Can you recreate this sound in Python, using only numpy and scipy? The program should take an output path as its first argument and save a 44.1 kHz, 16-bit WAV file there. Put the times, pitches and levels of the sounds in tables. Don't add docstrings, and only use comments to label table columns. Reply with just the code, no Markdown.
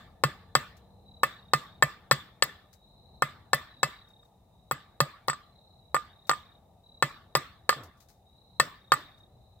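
import sys
import numpy as np
from scipy import signal
from scipy.io import wavfile
from scipy.ndimage import uniform_filter1d

SR = 44100
rng = np.random.default_rng(int(sys.argv[2]) if len(sys.argv) > 2 else 0)


def decibels_to_gain(level_db):
    exponent = np.asarray(level_db, float) / 20
    return 10 ** exponent


def wrap_up_sound(samples):
    columns = np.atleast_2d(samples).T
    tamed = np.clip(columns, -1, 1)
    steps = np.round(tamed * 32767).astype(np.int16)
    wavfile.write(sys.argv[1], SR, steps)


N = 423360

# f/Hz, correlation/-1..1
LIKENESS = [(60, 0.98), (130, 0.94), (290, 0.93), (640, 0.66), (1410, 0.69), (3100, 0.09), (6820, -0.08),
            (15000, -0.42)]
# f/Hz, left over right/dB
PORT_SHADE = [(300, 9.5), (1300, -1.5), (2400, 0), (4400, 4), (6000, 6.5), (8000, 12.5), (10000, 15),
              (12500, 14.5), (15000, 24)]
# f/Hz, level/dB, t60/s, left over right/dB
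POLE_MODES = [(1217.7, -8.5, 0.076, -12), (1374, -8.5, 0.036, 7.5), (1019, -4.5, 0.0041, 6.5),
              (1600, -12.5, 0.0073, 0.5)]
UPPER_MODES = [(1790, 1.5, 0.047, -1.5), (2003, -14.5, 0.12, -5), (2140, -13, .04, 12),
               (2615, -13.5, 0.077, 1.5), (3220, -13, 0.048, -4)]
STEEL_MODES = [(7723, -4, 0.043, 20), (8000, -7, 0.037, 14)]
# f/Hz, level/dB per Hz
CRACK_COLOUR = [(880, -34.5), (1500, -8.5), (1820, -3.5), (2400, -18.5), (2700, -11.5), (2940, -16),
                (4630, -5.5), (6360, -21.5), (7890, -20.5), (9500, -42.5), (12400, -76), (20900, -120)]
# f/Hz, level/dB per Hz
SPLINTER_COLOUR = [(8000, -30.5), (9500, -2.5), (12000, 7), (15600, -3.5), (16600, -26.5)]


def evened(x):
    return x / np.sqrt(np.mean(x ** 2) + 1e-20)


def read(points, hz):
    f, value = np.transpose(points)
    return np.interp(np.log(hz + 1), np.log(f + 1), value)


def add(mix, s, sound):
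    at = round(s * SR)
    part, sound = mix[:, max(at, 0):], sound[:, max(-at, 0):]
    count = min(part.shape[1], sound.shape[1])
    part[:, :count] += sound[:, :count]


def coloured(x, points, scale=1):
    hz = abs(np.fft.fftfreq(2 ** 11, 1 / SR))
    log_gain = scale * read(points, hz) * np.log(10) / 20
    response = np.exp(np.conj(signal.hilbert(log_gain)))
    taps = np.fft.ifft(response).real[:2 ** 10]
    return signal.oaconvolve(x, taps)[:len(x)]


def at_ports(x):
    return np.array([coloured(x, PORT_SHADE, .5), coloured(x, PORT_SHADE, -.5)])


def crackle(count, per_s):
    size = decibels_to_gain(3 * np.minimum(rng.exponential(1, count), 3))
    snaps = size * (rng.random(count) < per_s / SR)
    return evened(rng.standard_normal(count) * (.5 + snaps))


def diffuse(hz, frames, least_likeness):
    a, b, c, d = rng.standard_normal((4, len(hz), frames))
    same = np.clip(read(LIKENESS, hz), least_likeness, 1)
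    left, other = a + 1j * b, c + 1j * d
    return np.array([left, same * left + np.sqrt(1 - same ** 2) * other])


def ring(modes, t, rise_s):
    hz, db, t60, pan_db = np.transpose(modes)[:, :, None]
    a, b, c = rng.standard_normal((3, len(modes), 1))
    hz, db = hz * (1 + .01 * b), db + 1.8 * a
    lag = np.minimum(hz / 1200, .6) * (.6 + .4 * c)
    size = decibels_to_gain(db - 60 * t / t60) * (1 - np.exp(-t / rise_s))
    turn = 2 * np.pi * hz * t
    left = size * decibels_to_gain(pan_db / 2) * np.sin(turn)
    right = size * decibels_to_gain(-pan_db / 2) * np.sin(turn - lag)
    return np.array([left.sum(0), right.sum(0)])


def traffic_and_hiss():
    # f/Hz, level/dB per Hz
    traffic_colour = [(20, -9), (40, -6.5), (85, 2), (125, -5.5), (190, -6), (260, -16), (400, -13),
                      (520, -12), (680, -8), (870, -9), (1050, -21.5), (1230, -20.5), (1400, -36),
                      (3000, -46.5)]
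    # t/s, level/dB
    traffic_swell = [(0.0, -57), (1.47, -59), (2.03, -58), (2.75, -62.5), (3.23, -58.5), (4.33, -62),
                     (4.87, -61), (6.9, -61), (7.19, -61), (8.26, -63), (8.53, -62), (9.6, -60)]
    # f/Hz, level/dB per Hz
    hiss_colour = [(2500, -128), (5000, -128), (9000, -128), (15500, -126), (16600, -140)]
    frames, hz = N // 256 + 5, np.fft.rfftfreq(1024, 1 / SR)[:, None]
    patches = rng.standard_normal((len(hz), frames))
    patches = evened(uniform_filter1d(uniform_filter1d(patches, 5, 0), 20, 1))
    s, swell = np.transpose(traffic_swell)
    swell_db = np.interp(np.arange(frames) * 256 / SR, s, swell - swell.mean())
    rumble_db, roar_db = -63 + 1.5 * swell_db, -66.5 + .9 * swell_db
    share = np.clip(np.log2(hz / 220 + 1e-9), 0, 1)
    level_db = (1 - share) * rumble_db + share * roar_db
    road = decibels_to_gain(read(traffic_colour, hz) + level_db + 1.5 * patches) * (hz < 3000)
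    size = np.hypot(road, decibels_to_gain(read(hiss_colour, hz) + 25))
    noise = signal.istft(diffuse(hz, frames, -1) * size, nperseg=1024, noverlap=768)[1]
    return noise[:, :N] * decibels_to_gain([[.8], [-.8]])


def engine_drone():
    # t/s, level/dB
    drone_level = [(0, -71), (1, -65), (2.3, -74.5), (3.3, -76.5), (9.6, -81)]
    # f/Hz, level/dB
    drone_tones = [(193, 1.5), (470, -3.5)]
    waver = 1 + 0.022 * evened(uniform_filter1d(rng.standard_normal(N), 9000))
    seconds = np.cumsum(waver) / SR
    drone = sum(decibels_to_gain(db) * np.sin(2 * np.pi * f * seconds) for f, db in drone_tones)
    return drone * decibels_to_gain(np.interp(np.arange(N) / SR, *np.transpose(drone_level)))


def trill(length_s, hz, per_s, db, blur, warm_up):
    t = np.arange(0, length_s, 1 / SR)
    stroke = (t * per_s) % 1
    pulses = np.sin(np.pi * np.clip(stroke / .6, 0, 1))
    pitch = hz * (1 - warm_up * np.exp(-t / .12))
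    glide = pitch * (1 - 0.013 * (stroke - .3))
    clear = np.sin(2 * np.pi * np.cumsum(glide) / SR + np.array([[0], [1.5]]))
    drift = rng.standard_normal((2, 2, SR))[..., :len(t)]
    drift = uniform_filter1d(uniform_filter1d(drift, size=220), size=220)
    turn = 2 * np.pi * np.cumsum(pitch) / SR
    fuzzy = evened(drift[0] * np.sin(turn) + drift[1] * np.cos(turn))
    mush = np.clip(blur + .4, 0, 1)
    song = (1 - mush) * clear * pulses + mush * fuzzy * (.5 + .5 * pulses)
    fade_s = np.minimum(.3 * blur ** 2 + .002, .15)
    fade = np.clip(np.minimum(t, t[-1] - t) / fade_s, 0, 1)
    return decibels_to_gain(db) * evened(song) * fade


def crickets():
    # f/Hz, level/dB
    chorus = [(3708, -81.5), (3984, -86.5)]
    # f/Hz, trill length/s, blur of distance/0..1
    far_singers = [(4090, .42, .25), (3890, .45, .2), (3860, .52, .4), (4040, .5, .5)]
    far_levels = [-71, -68, -74.5, -76]
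    far_starts = [(2.82, 5.4, 8.35), (2.81, 5.55, 8.26), (2.4, 4.5, 7.2, 9.4), (.3, .75, 3.3, 6.1, 9.26)]
    # f/Hz, pulse rate/Hz, trill length/s, trill starts t/s
    near_singers = [(3910, 36.3, .363, (1.055, 3.682, 6.832)),
                    (3740, 33.4, .495, (1.3, 3.771, 6.096, 8.781))]
    near_levels = [-61, -64.5]
    out, far_per_s = np.zeros((2, N)), 33.4
    for hz, db in chorus:
        for s in np.arange(-.2, N / SR, .8):
            add(out, s, trill(.95, hz, far_per_s, db, .8, 0))
    for (hz, length_s, blur), db, starts in zip(far_singers, far_levels, far_starts):
        for s in starts:
            add(out, s, trill(length_s, hz, far_per_s, db, blur, .022))
    for (hz, per_s, length_s, starts), db in zip(near_singers, near_levels):
        for s in starts:
            add(out, s, trill(length_s, hz, per_s, db, -.22, 0))
    return out


def trees(place, deeper_db):
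    # f/Hz, level/dB per Hz
    echo_colour = [(250, -10), (700, -22.5), (1050, -6.5), (1200, -3.5), (1400, -8), (1780, -8),
                   (2300, -10.5), (2640, -18), (2900, -16), (3500, -9.5), (4800, -18), (6400, -32),
                   (7700, -27), (9400, -41)]
    echo_top = [(15300, -30), (16600, -50)]
    # f/Hz, t60/s
    tree_decay = [(150, 0.63), (600, 0.16), (1200, 0.53), (2500, .45), (4000, 0.48), (8000, 0.23),
                  (14000, 0.44)]
    # f/Hz, level/dB, extra for a high blow/dB
    lingering = [(1157, 7.5, -3.5), (1777, 8.5, 6), (2690, 6.5, 3), (3520, 5.5, -1.75), (7650, 9, 0.5)]
    hz, t = np.fft.rfftfreq(1024, 1 / SR)[:, None], np.arange(88) * 256 / SR
    level_db = read(echo_colour + echo_top, hz) - 60 * (t - .12) / read(tree_decay, hz)
    patches = uniform_filter1d(rng.standard_normal((len(hz), len(t))), size=8, axis=0)
    level_db += 3 * evened(uniform_filter1d(patches, size=8, axis=1))
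    level_db += .1 * deeper_db * np.log2(np.clip(hz / 2000, 1, 8))
    for f, db, high_db in lingering:
        level_db += (db + high_db * place) / (1 + ((hz - f) / 35) ** 2)
    shade_db = np.array([.2, -.2])[:, None, None] * read(PORT_SHADE, hz)
    z = diffuse(hz, len(t), 0) * decibels_to_gain(level_db - 3.5 + shade_db)
    tail = signal.istft(z, nperseg=1024, noverlap=768)[1]
    return tail * (1 - np.exp(-(np.arange(tail.shape[1]) / SR / 0.0027) ** 2))


def chop(t, force_db, thump_db, place):
    # f/Hz, level/dB, t60/s, left over right/dB
    lower_modes = [(1113, 9.5, 0.037, 7.5), (1050, -3.5, .025, 6)]
    whole_modes = [(1202, -29, 0.3, -6.5), (1708, -34.5, .35, -1)]
    stump_modes = [(140.7, 9.5, 0.068, -1.5), (218, -1.5, 0.048, -7.5)]
    cut_s, land_s = .00035, .0015
    late = np.maximum(t - cut_s, 0)
    hold_s = np.clip(0.056 + 0.12 * max(-place, 0), .03, .16)
    grip = decibels_to_gain(60 * t / 0.078 - 60 * t / hold_s)
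    wood = ring(POLE_MODES, late, 0.00065) * grip
    wood += decibels_to_gain(-14.5 - 0.5 * place) * ring(lower_modes, late, 0.0016)
    wood += decibels_to_gain(-7.5 + 7 * place) * ring(UPPER_MODES, late, .001)
    wood += decibels_to_gain(-3 * place) * ring(whole_modes, late, .01) * (1 - t / t[-1]) ** .5
    slap = np.exp(-((t - land_s) / 0.00046) ** 2) * np.cos(2 * np.pi * 1100 * (t - land_s))
    wood += decibels_to_gain(-5.5 + np.array([[2.], [-2.]])) * slap
    thump = ring(stump_modes, np.maximum(t - .006, 0), 0.025)
    return decibels_to_gain(force_db + 4.5) * wood + decibels_to_gain(thump_db + 11.0) * thump


def bite(t, crack_db, harder_db, deeper_db, place):
    # f/Hz, level/dB, t60/s, left over right/dB
    knock_modes = [(262, -16.5, 0.014, 1), (427, -3.5, 0.016, 3), (539, 8, 0.016, 3), (780, -2, 0.024, 7.5),
                   (913, -11.5, 0.038, -9)]
    knock_db = -24 + .35 * harder_db
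    splinter_db = -39.5 + .3 * deeper_db
    steel_db = -30 + .4 * deeper_db + 8 * place
    entry = (t / .0009) * np.exp(1 - t / .0009) + .25 * np.exp(-t / .004)
    tearing = (1 - np.exp(-t / .005)) * decibels_to_gain(-60 * t / .08)
    crack = evened(coloured(crackle(len(t), 2500), CRACK_COLOUR)) * (entry + decibels_to_gain(-9) * tearing)
    splinters = evened(coloured(crackle(len(t), 2500), SPLINTER_COLOUR))
    splinters *= 0.9 * entry + 0.71 * tearing
    knock = decibels_to_gain(knock_db + 6.5) * ring(knock_modes, t, 0.0015)
    steel = decibels_to_gain(steel_db + 4) * ring(STEEL_MODES, t, 0.0001)
    return at_ports(decibels_to_gain(crack_db) * crack + decibels_to_gain(splinter_db) * splinters) + knock + steel


def fibre_snap(db):
    tick = evened(coloured(crackle(2000, 3000), SPLINTER_COLOUR))
    tick *= np.exp(-np.arange(2000) / SR / .003)
    return decibels_to_gain(db - 7.5) * at_ports(tick)


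def bounce(t, pole_db, steel_db, crack_db):
    crack = evened(coloured(crackle(len(t), 2500), CRACK_COLOUR))
    crack *= (1 - np.exp(-t / 0.0024)) * np.exp(-t / 0.01)
    wood = ring(POLE_MODES, t, 0.00038) + 0.31 * ring(UPPER_MODES, t, 0.0007)
    wood *= np.exp(-t / 0.0063)
    steel = decibels_to_gain(steel_db + 10.0) * ring(STEEL_MODES, t, 0.00034)
    return decibels_to_gain(pole_db + 3) * wood + steel + decibels_to_gain(crack_db - 1.5) * at_ports(crack)


def hatchet():
    # t/s, force level/dB, bite of the edge level/dB, push into the stump level/dB,
    # place on the pole/-1 low..1 high
    blows = [(0.2381, -14, -19.5, -26.5, -0.039), (0.553, -12.5, -16, -31.5, 0.12),
             (1.234, -13.5, -24.5, -39, 0.069), (1.5357, -11.5, -18.5, -30.5, -0.075),
             (1.8251, -13, -20.5, -28.5, 0.51), (2.1129, -12, -15.5, -26, 0.35),
             (2.4244, -19, -15, -41.5, .8), (3.223, -14.5, -28, -34, .1), (3.533, -14, -17, -35.5, 0.32),
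             (3.8319, -15.5, -19.5, -34, 0.46), (4.7125, -19.5, -30.5, -38.5, -0.18),
             (5.0046, -15.5, -19, -27, -0.05), (5.2834, -21.5, -25.5, -38, -.9),
             (5.9456, -16.5, -28, -43.5, -0.81), (6.2955, -15.5, -21, -42, -0.88),
             (7.0256, -13, -20.5, -35, 0.13), (7.353, -14, -16.5, -35, -0.37),
             (7.693, -13, -15, -47.5, -0.31), (8.6, -13, -15, -38.5, 0.23),
             (8.9203, -12, -17.5, -40, -0.081)]
    # t/s, level/dB
    ticks = [(0.2421, -34), (0.5592, -25), (0.5916, -57.5), (1.2374, -25), (1.266, -44.5),
             (1.8354, -28.5), (2.124, -21.5), (2.4329, -36), (2.438, -19.5), (3.546, -24),
             (4.7205, -27), (5.0116, -22.5), (5.278, -40.5), (7.3692, -26), (7.702, -26.5),
             (8.9377, -28.5)]
    # t/s, pole ring level/dB, steel ring level/dB, crack level/dB
    second_touches = [(2.119, -12, -35, -24), (4.232, -56, -80, -67.5), (5.299, -14.5, -34.5, -29),
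                      (5.332, -25, -48.5, -42.5), (5.9526, -23.5, -40.5, -49), (5.9662, -13, -45, -52.5),
                      (6.3141, -10.5, -39.5, -42), (6.3339, -21.5, -51, -47), (7.3593, -17, -40.5, -35.5),
                      (7.7286, -21.5, -53, -33.5), (8.9394, -17.5, -41.5, -53.5)]
    out, echo, t = np.zeros((2, N)), np.zeros((2, N)), np.arange(SR // 4) / SR
    add(echo, -.09, decibels_to_gain(-64) * trees(0, 0))
    for s, force_db, bite_db, thump_db, place in blows:
        harder_db, deeper_db = force_db + 14, bite_db + 20
        blow = chop(t, force_db, thump_db, place) + bite(t, bite_db, harder_db, deeper_db, place)
        add(out, s - .0012, blow)
        echo_db = -10.5 + .4 * harder_db + .25 * deeper_db
        add(echo, s, decibels_to_gain(echo_db - 50) * trees(place, deeper_db))
    for s, db in ticks:
        add(out, s - .0005, fibre_snap(db))
    for s, *levels in second_touches:
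        add(out, s - .001, bounce(t, *levels))
    out = signal.lfilter(*signal.butter(2, 80, "high", fs=SR), out)
    return np.array([out[0], np.roll(out[1], 2)]) + echo


def chips():
    # t/s, peak level/dB, length/s
    landings = [(0.7692, -50.5, 0.014), (2.7307, -47, 0.017), (4.0846, -62, 0.03), (4.2494, -65, 0.034),
                (7.8357, -44, 0.018), (7.9728, -62.5, 0.03), (8.0037, -50, 0.028), (8.087, -52, 0.037),
                (9.181, -62, 0.021), (6.271, -47.5, .02)]
    # f/Hz, level/dB per Hz
    leaf_colour = [(710, -33.5), (1200, 0.5), (3150, -8.5), (3970, 0.5), (6500, -0.5), (9230, -7),
                   (12500, -4), (16000, -4), (16500, -31)]
    out, t = np.zeros((2, N)), np.arange(SR // 6) / SR
    for s, db, length_s in landings:
        shape = (1 - np.exp(-t / 0.00084)) * np.exp(-t / np.clip(length_s, .003, .08))
        rustle = np.array([evened(coloured(crackle(len(t), 1500), leaf_colour)) for port in range(2)])
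        add(out, s - .002, decibels_to_gain(db - 9.0 + np.array([[3], [-3]])) * rustle * shape)
    return out


def skid():
    # t/s, f/Hz, level/dB
    course = [
        (7.76, 144, -46),
        (7.778, 140, -46.5),
        (7.85, 87.4, -51),
        (7.9, 73.7, -57),
    ]
    s, hz, db = np.transpose(course)
    t = np.arange(s[0], s[-1], 1 / SR)
    judder = np.sin(2 * np.pi * np.cumsum(np.interp(t, s, hz)) / SR)
    band = signal.butter(2, [180, 800], "band", fs=SR)
    scrape = evened(signal.lfilter(*band, crackle(len(t), 250)))
    out = np.zeros((2, N))
    add(out, s[0], np.ones((2, 1)) * decibels_to_gain(np.interp(t, s, db)) * (judder + 0.59 * scrape))
    return out


def scene():
    return traffic_and_hiss() + engine_drone() + crickets() + hatchet() + chips() + skid()


def top_cut(x):
    return signal.sosfilt(signal.butter(12, 16810, fs=SR, output="sos"), x)


def record(dry):
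    thin = signal.lfilter(*signal.butter(3, 42, "high", fs=SR), dry)
    soft = np.tanh(thin / 1.3) * 1.3
    return top_cut(soft)


dry = scene()
out = record(dry)
wrap_up_sound(out)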